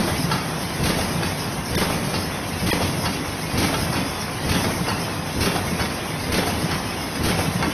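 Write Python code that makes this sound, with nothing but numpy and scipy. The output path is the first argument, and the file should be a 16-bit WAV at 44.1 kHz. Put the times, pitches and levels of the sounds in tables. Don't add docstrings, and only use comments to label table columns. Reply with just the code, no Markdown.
import sys
import numpy as np
from scipy import signal
from scipy.fft import rfft, irfft, next_fast_len
from scipy.io import wavfile

SR = 44100
rng = np.random.default_rng(int(sys.argv[2]) if len(sys.argv) > 2 else 0)


def generate_wav(sig):
    pcm = np.round(np.clip(np.atleast_2d(sig).T, -1, 1) * 32767).astype(np.int16)
    wavfile.write(sys.argv[1], SR, pcm)


N = 340893
TIME_S = np.arange(N) / SR


def from_db(db):
    return 10 ** (np.asarray(db) / 20)


def unit_rms(x):
    return x / np.sqrt(np.mean(x ** 2) + 1e-20)


def drift(rate_hz):
    step, settle = 40, 2000
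    r = np.exp(-2 * np.pi * rate_hz * step / SR)
    white = rng.standard_normal(N // step + settle + 2)
    slow = signal.lfilter([1], [1, -2 * r, r * r], white)[settle:]
    return np.interp(np.arange(N) / step, np.arange(len(slow)), unit_rms(slow))


def coloured(x, spectrum):
    hz, db = np.transpose(spectrum)
    size = next_fast_len(len(x) + SR // 10)
    grid_hz = np.maximum(np.fft.rfftfreq(size, 1 / SR), 1)
    gain = unit_rms(from_db(np.interp(np.log(grid_hz), np.log(hz), db)))
    return irfft(rfft(x, size) * gain, size)[:len(x)]


def resonate(x, modes):
    out, power = 0, 0
    for k, (hz, width_hz, db) in enumerate(modes):
        r = np.exp(-np.pi * width_hz / SR)
        b = (1 - r * r) / 2
        poles = [1, -2 * r * np.cos(2 * np.pi * hz / SR), r * r]
        out = out + (-1) ** k * from_db(db) * signal.lfilter([b, 0, -b], poles, x + 1e-18)
        power += from_db(db) ** 2 * b
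    return out / np.sqrt(power)


def add(out, start_s, sound):
    at = round(start_s * SR)
    first, last = max(at, 0), min(at + len(sound), N)
    if last > first:
        out[first:last] += sound[first - at:last - at]


def swell(rise_s, t60_s):
    t = np.arange(int((rise_s + t60_s) * SR)) / SR
    attack = np.sin(np.pi / 2 * np.minimum(t / rise_s, 1))
    return attack * from_db(-60 * np.maximum(t - rise_s, 0) / t60_s)


def tone(hz, db, envelope):
    return from_db(db) * envelope * np.sin(2 * np.pi * hz * np.arange(len(envelope)) / SR)


def force(contacts, rise_s, t60_s):
    power, shape = np.zeros(N), swell(rise_s, t60_s)
    for peak_s, db in contacts:
        add(power, peak_s - rise_s, (from_db(db) * shape) ** 2)
    return np.sqrt(power)


def scrape(hz, width_hz):
    rough_hz = hz + width_hz * drift(201.2) / 2
    return unit_rms(drift(width_hz / 2) * np.sin(2 * np.pi * np.cumsum(rough_hz) / SR))


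# (force [dB], ejector [dB], stop ring [dB])
STROKES = [(0.5, -2, 2), (-1.7, -1.5, -21), (-1.8, -4.5, 2), (-2, -4, 1.5), (-1.2, -5, -6), (-2.5, 1, -3),
           (-1.5, 2, -6), (-1.3, -1, -6), (-0.9, 0, -4)]
FORCE_DB, EJECTOR_DB, STOP_DB = np.transpose(STROKES)
FIRST_STROKE_S, STROKE_S = -.155, .914
STROKE_STARTS_S = FIRST_STROKE_S + STROKE_S * np.arange(len(STROKES))

def every_stroke(contacts, stroke_db=FORCE_DB):
    return [(start_s + delay_s, level_db + db)
            for start_s, db in zip(STROKE_STARTS_S, stroke_db) for delay_s, level_db in contacts]


def chatter(repeat_share, grain_db):
    repeated, pattern = np.zeros(N), rng.standard_normal(int(STROKE_S * SR))
    for start_s in STROKE_STARTS_S:
        add(repeated, start_s, pattern)
    impacts = np.sqrt(repeat_share) * repeated + np.sqrt(1 - repeat_share) * rng.standard_normal(N)
    return unit_rms(impacts * from_db(grain_db * drift(530)))


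def load():
    delay_s = (TIME_S - FIRST_STROKE_S) % STROKE_S
    return np.interp(delay_s, [.0044, .23, .68], [0, 1, 0])


# (frequency [Hz], gain [dB])
DRONE_SPECTRUM = [(12, -62), (20, -44), (42, -14.5), (69, -11), (90, -1), (123, -9.5), (154, -2.5),
                  (205, -6), (224, -5), (256, -5), (426, -11), (906, -12), (1130, -15.5), (1900, -18.5),
                  (2500, -22.5), (3900, -28), (5200, -41), (8800, -120)]
# (frequency [Hz], width [Hz], gain [dB])
MOTOR_MODES = [(56.2, 4.2, 7.5), (98.5, 16, 9), (159.2, 6.1, 15), (712, 21, -1.5), (1043, 77, -2.5)]

def motors():
    rough = rng.standard_normal(N) * unit_rms(from_db(1.5 * drift(135)))
    drone = from_db(-28.5 + 2 * load()) * coloured(rough, DRONE_SPECTRUM)
    hum = from_db(-34) * resonate(rng.standard_normal(N), MOTOR_MODES)
    return drone + hum


TURN_S, FIRST_THROB_S = .4005, .212

def throb_db():
    angle = 2 * np.pi * (TIME_S - FIRST_THROB_S) / TURN_S
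    return 1.47 * np.cos(3 * angle) + .65 * np.cos(angle)


# (frequency [Hz], gain [dB])
AIR_SPECTRUM = [(1500, -47), (3000, -17), (4350, -8.5), (5100, 1), (6100, 2), (8500, -3), (10000, 2),
                (12000, -2), (14000, -18)]

def air(fade_db_per_s=.18):
    gust_db = .8 * drift(17)
    level_db = -37 + 3.5 * load() + throb_db() + gust_db - fade_db_per_s * TIME_S
    rough = rng.standard_normal(N) * unit_rms(from_db(.39 * drift(370)))
    return from_db(level_db) * coloured(rough, AIR_SPECTRUM)


def roller_rub():
    level_db = -48 + 2.5 * throb_db() + 3 * drift(5.9)
    return from_db(level_db) * scrape(5070 + 202 * drift(9.7), width_hz=200)


# (frequency [Hz], gain [dB])
GRAIN_SPECTRUM = [(1500, -9.5), (1850, 0.5), (2170, 4), (2500, 0), (2750, 1.5), (3170, -2), (3400, -1.5),
                  (3650, -4), (4400, -4), (4900, -2), (5400, -3), (6100, -6)]

def ringing_grains(crunch, clack, rate_per_s=480, spread_db=8):
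    out, shape = np.zeros(N), swell(rise_s=.0066, t60_s=.13)
    level = from_db(-38) + from_db(-11) * crunch + from_db(-12) * clack
    grid_hz, gain_db = np.transpose(GRAIN_SPECTRUM)
    for when, pitch, weakness in rng.random((int(rate_per_s * N / SR), 3)):
        hz = grid_hz[0] + pitch * (grid_hz[-1] - grid_hz[0])
        db = np.interp(hz, grid_hz, gain_db) - spread_db * weakness
        add(out, when * N / SR, level[int(when * N)] * tone(hz, db, shape))
    return out


# (delay [s], level [dB])
CAM_THUMPS = [(.058, -24.5), (.100, -22.5), (.29, -35), (.482, -27), (.519, -29)]
# (frequency [Hz], gain [dB])
BASE_SPECTRUM = [(20, -18), (40, -21), (65, -1), (110, 1), (170, 2.5), (280, -1.5), (420, -7.5),
                 (700, -12.5), (2000, -33.5)]

def cams():
    thump = force(every_stroke(CAM_THUMPS), rise_s=.041, t60_s=.19)
    rumble = from_db(-41 + 12 * load())
    return coloured(np.hypot(thump, rumble) * chatter(repeat_share=.84, grain_db=-.5), BASE_SPECTRUM)


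# (delay [s], frequency [Hz], peak [dB])
KNOCKS = [(.059, 85, -20.5), (.054, 159, -27.5), (.079, 264, -30), (.110, 326, -19.5), (.144, 191, -16),
          (.153, 286.6, -24.5), (.147, 375, -23), (.147, 520, -22.5), (.234, 669, -23.5), (.25, 101, -30),
          (.403, 163.3, -16), (.495, 163, -21)]
# (time [s], frequency [Hz], peak [dB])
JOLTS = [(.008, 216, -14.5), (.049, 334, -19.5), (.123, 98, -21), (.2, 265, -20), (.334, 136, -21),
         (.366, 174, -21), (.835, 159, -13.5), (0.864, 98, -26), (1.007, 72, -24), (1.766, 154, -19),
         (1.775, 76, -23), (2.05, 160, -19), (2.641, 176, -18), (2.68, 93, -18), (2.733, 174, -22),
         (2.754, 311, -23), (2.839, 92, -22), (2.885, 101, -21), (3.072, 95, -20), (3.798, 97, -22),
         (3.959, 99, -21), (3.982, 275, -21), (4.47, 74, -24), (4.514, 101, -20), (4.568, 258, -24),
         (4.601, 166, -23), (5.387, 92.5, -24), (5.482, 276, -28), (5.544, 177, -30), (5.812, 100, -18),
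         (6.368, 93.5, -28), (6.545, 80, -24), (6.752, 161, -23), (6.39, 473, -23), (7.427, 271, -20.5),
         (7.487, 165, -19), (7.614, 165, -20), (7.638, 81, -21), (7.682, 305, -19)]

def knocks(rise_s=.01178, scatter_db=.7, detune=.035):
    out, shape = np.zeros(N), swell(rise_s, t60_s=.072)
    for start_s, force_db in zip(STROKE_STARTS_S, FORCE_DB):
        for delay_s, hz, peak_db in KNOCKS:
            pitch_hz = hz * (1 + detune * rng.standard_normal())
            db = peak_db + force_db + scatter_db * rng.standard_normal()
            add(out, start_s + delay_s - rise_s, tone(pitch_hz, db, shape))
    for peak_s, hz, db in JOLTS:
        add(out, peak_s - rise_s, tone(hz, db, shape))
    return out


# (delay [s], crunch [dB], snap [dB])
BITES = [(0.08, -23.5, -28.5), (0.1, -25.5, -28.5), (.129, -25, -33)]
# (delay [s], level [dB])
FOLDS = [(.231, -32.5), (.912, -37)]

def cutting_forces():
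    delay_s, crunch_db, snap_db = np.transpose(BITES)
    snap = force(every_stroke(list(zip(delay_s, snap_db))), rise_s=.002, t60_s=.21)
    bite = force(every_stroke(list(zip(delay_s, crunch_db))), rise_s=.0051, t60_s=.3)
    fold = force(every_stroke(FOLDS), rise_s=.021, t60_s=.95)
    return snap, np.hypot(bite, fold)


# (frequency [Hz], width [Hz], gain [dB])
PUNCH_MODES = [(2380, 480, 15), (3160, 1100, 9.5), (4300, 600, -16), (5460, 960, 6)]

def punch(snap):
    return resonate(snap * chatter(repeat_share=.058, grain_db=-5.5), PUNCH_MODES)


# (frequency [Hz], gain [dB])
PAPER_SPECTRUM = [(300, 14), (900, -11), (1600, 5.5), (2500, -4.5), (3300, -1), (4300, 4), (5600, -0.5),
                  (8500, -1.5), (12000, -1), (14000, -22)]

def paper(crunch):
    return coloured(crunch * chatter(repeat_share=.04, grain_db=1.7), PAPER_SPECTRUM)


# (delay [s], level [dB])
BLOWS = [(.106, -28.5), (.143, -21), (.187, -28.5), (.231, -25.5)]
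# (delay [s], level [dB])
SHUDDERS = [(.471, -29), (.67, -32.5)]
# (frequency [Hz], gain [dB])
GUARD_SPECTRUM = [(150, -12), (300, 10.5), (550, 7.5), (800, -6), (1100, 2), (1700, 4), (2600, -8.5),
                  (5000, -19), (12000, -67)]
# (frequency [Hz], width [Hz], gain [dB])
DIE_MODES = [(806, 130, 4), (1560, 100, -3.5), (2600, 62, -17), (3435, 77, 2)]

def press():
    blow = force(every_stroke(BLOWS), rise_s=.0072, t60_s=.13)
    shudder = force(every_stroke(SHUDDERS), rise_s=.036, t60_s=.38)
    impacts = np.hypot(blow, shudder) * chatter(repeat_share=.68, grain_db=-3.5)
    return coloured(impacts, GUARD_SPECTRUM) + from_db(-4.5) * resonate(impacts, DIE_MODES)


# (time [s], body [dB], treble [dB])
STRIKES = [(.033, -34, -20), (.315, -20.5, -22), (.335, -29, -22), (.379, -25, -33), (.837, -35, -27),
           (0.858, -42, -23), (.886, -26, -17), (1.011, -23, -26), (1.231, -22.5, -38), (1.75, -37, -21),
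           (1.777, -30, -29), (1.804, -24, -25), (1.823, -23, -26), (1.919, -32, -28), (2.139, -25, -17),
           (2.665, -34, -29), (2.674, -26, -31), (2.817, -29, -17), (2.826, -25, -19), (3.053, -22, -17),
           (3.575, -24, -19), (3.598, -39, -24), (3.627, -23, -16), (3.741, -20, -18), (3.927, -27, -27),
           (3.965, -25, -26), (4.491, -23, -17), (4.517, -26, -20), (4.546, -20, -26), (4.644, -22.5, -19),
           (4.883, -29, -28), (5.408, -25, -15.5), (5.428, -27, -25), (5.457, -21, -18),
           (5.558, -30, -18.5), (5.796, -29, -34), (5.855, -25, -34), (6.318, -29, -32), (6.339, -26, -25),
           (6.378, -26, -33), (6.472, -33, -25), (6.711, -26, -22), (6.744, -25, -30), (7.232, -31, -27),
           (7.259, -29, -30), (7.284, -29, -29), (7.388, -24, -33), (7.624, -17.5, -30)]
# (frequency [Hz], gain [dB])
TOOLING_MODES = [(905, -8.5), (1200, -10.5), (1320, -13), (1620, -12.5), (1900, -21), (2160, -14),
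                 (2480, -19), (2770, -19.5), (3290, -13), (3800, -23), (4210, -19), (4570, -19),
                 (5090, -17), (5560, -16.5)]

def strikes(body_hz=2200, treble_hz=4280, scatter_db=3.5, detune=.022):
    out = np.zeros(N)
    hz, mode_db = np.transpose(TOOLING_MODES)
    ring, crack = swell(rise_s=.003, t60_s=.11), swell(rise_s=.003, t60_s=.028)
    t = np.arange(len(ring)) / SR
    band = signal.butter(2, [900, 6000], "band", fs=SR, output="sos")
    for start_s, body_db, treble_db in STRIKES:
        tilt_db = np.interp(hz, [body_hz, treble_hz], [body_db, treble_db])
        db = mode_db + tilt_db + scatter_db * rng.standard_normal(len(hz))
        pitch_hz = hz * (1 + detune * rng.standard_normal(len(hz)))
        modes = np.sin(2 * np.pi * (pitch_hz[:, None] * t + rng.random((len(hz), 1))))
        add(out, start_s, ring * (from_db(db) @ modes))
        noise = unit_rms(signal.sosfilt(band, rng.standard_normal(SR // 10)))
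        add(out, start_s, from_db(body_db - 6) * crack * noise[:len(crack)])
    return out


SLIPS_DB = [-36, -39, -42, -40, -36, -38, -42, -37, -44, -35, -42, -38, -39, -41, -40, -43, -42, -41, -40]

def roller_squeaks(lead_s=.05, rise_s=.058, hold_s=.027, release_s=.025, slide_s=.045):
    turn, since_s = np.divmod(TIME_S - FIRST_THROB_S + lead_s, TURN_S)
    grip = np.interp(since_s, np.cumsum([0, rise_s, hold_s, release_s]), [0, 1, 1, 0])
    level = grip * from_db(np.take(SLIPS_DB, turn.astype(int), mode="clip"))
    pitch_hz = np.interp(since_s, [0, slide_s], [6100, 5120])
    whistle = from_db(-8) * grip * scrape(11800, width_hz=400)
    return level * (scrape(pitch_hz, width_hz=160) + whistle)


# (delay [s], level [dB])
CLACKS = [(.470, -23)]
# (time [s], level [dB])
SNAGS = [(3.931, -22)]

def ejector_force():
    return force(every_stroke(CLACKS, EJECTOR_DB) + SNAGS, rise_s=.007, t60_s=.17)


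# (frequency [Hz], width [Hz], gain [dB])
EJECTOR_MODES = [(740, 390, -1), (1170, 140, -6), (1320, 49, 3), (1600, 630, -4), (2240, 340, -10),
                 (2700, 54, -10), (3420, 190, -19), (4525, 77, -1), (5760, 3200, -19)]

def ejector(clack):
    return resonate(clack * chatter(repeat_share=.4, grain_db=2.5), EJECTOR_MODES)


# (delay [s], level [dB])
CLINKS = [(.473, -29)]
# (frequency [Hz], gain [dB])
STOP_MODES = [(2765, -1), (4210, -4), (4570, -3), (4615, -2), (5090, -8)]

def ejector_stop():
    clink = force(every_stroke(CLINKS, STOP_DB), rise_s=.0027, t60_s=.16)
    modes = sum(from_db(db) * np.sin(2 * np.pi * (hz * TIME_S + rng.random())) for hz, db in STOP_MODES)
    return clink * unit_rms(modes)


# (time [s], frequency [Hz], peak [dB])
RINGS = [(.32, 1253, -30), (2.145, 4198, -37), (3.06, 946, -32), (6.714, 1024, -33), (7.63, 1130, -28)]

def steel_rings():
    out, shape = np.zeros(N), swell(rise_s=.0027, t60_s=.33)
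    for start_s, hz, db in RINGS:
        add(out, start_s, tone(hz, db, shape))
    return out


def workshop(x, t60_s=.55, predelay_s=.015):
    t = np.arange(SR) / SR
    tail = rng.standard_normal(SR) * from_db(-60 * t / t60_s) * (t > predelay_s)
    lowpass = signal.butter(1, 7000, fs=SR, output="sos")
    tail = signal.sosfilt(lowpass, tail / np.sqrt(np.sum(tail ** 2)))
    return signal.fftconvolve(x, tail)[:N]


# (time [s], length [s], depth [dB], low edge [Hz], high edge [Hz])
DIPS = [(1.767, .02, -26, 600, 11000), (2.7185, .02, -36, 15, 8000)]
# (time [s], frequency [Hz], peak [dB])
BLIPS = [(1.764, 3600, -24), (1.772, 1650, -25), (1.776, 2000, -24), (1.774, 5300, -25), (2.714, 2510, -20),
         (2.7153, 3280, -18.5), (2.719, 1920, -17), (2.7224, 940, -20), (2.723, 4150, -26),
         (2.723, 4900, -26)]

def dips(x, edge_s=.002, blip_s=.012):
    out = x.copy()
    for centre_s, length_s, depth_db, low_hz, high_hz in DIPS:
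        inside = np.clip((length_s / 2 - np.abs(TIME_S - centre_s)) / edge_s + .5, 0, 1)
        band = signal.butter(2, [low_hz, high_hz], "band", fs=SR, output="sos")
        out -= inside * (1 - from_db(depth_db)) * signal.sosfiltfilt(band, x)
    shape = np.hanning(int(blip_s * SR))
    for centre_s, hz, db in BLIPS:
        add(out[0], centre_s - blip_s / 2, tone(hz, db, shape))
    return out


def scene():
    snap, crunch = cutting_forces()
    clack = ejector_force()
    machine = ringing_grains(crunch, clack) + cams() + knocks() + punch(snap) + paper(crunch) + press()
    machine += strikes() + ejector(clack) + ejector_stop() + steel_rings()
    background = motors() + air() + roller_rub() + roller_squeaks()
    return (machine + from_db(-6) * workshop(machine) + background)[None]


def record(dry):
    hollow = signal.butter(7, [6450, 8220], "bandstop", fs=SR, output="sos")
    top_cut = signal.ellip(10, .3, 90, 12700, fs=SR, output="sos")
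    return signal.sosfilt(top_cut, signal.sosfilt(hollow, dips(dry)))


dry = scene()
out = record(dry)
generate_wav(out)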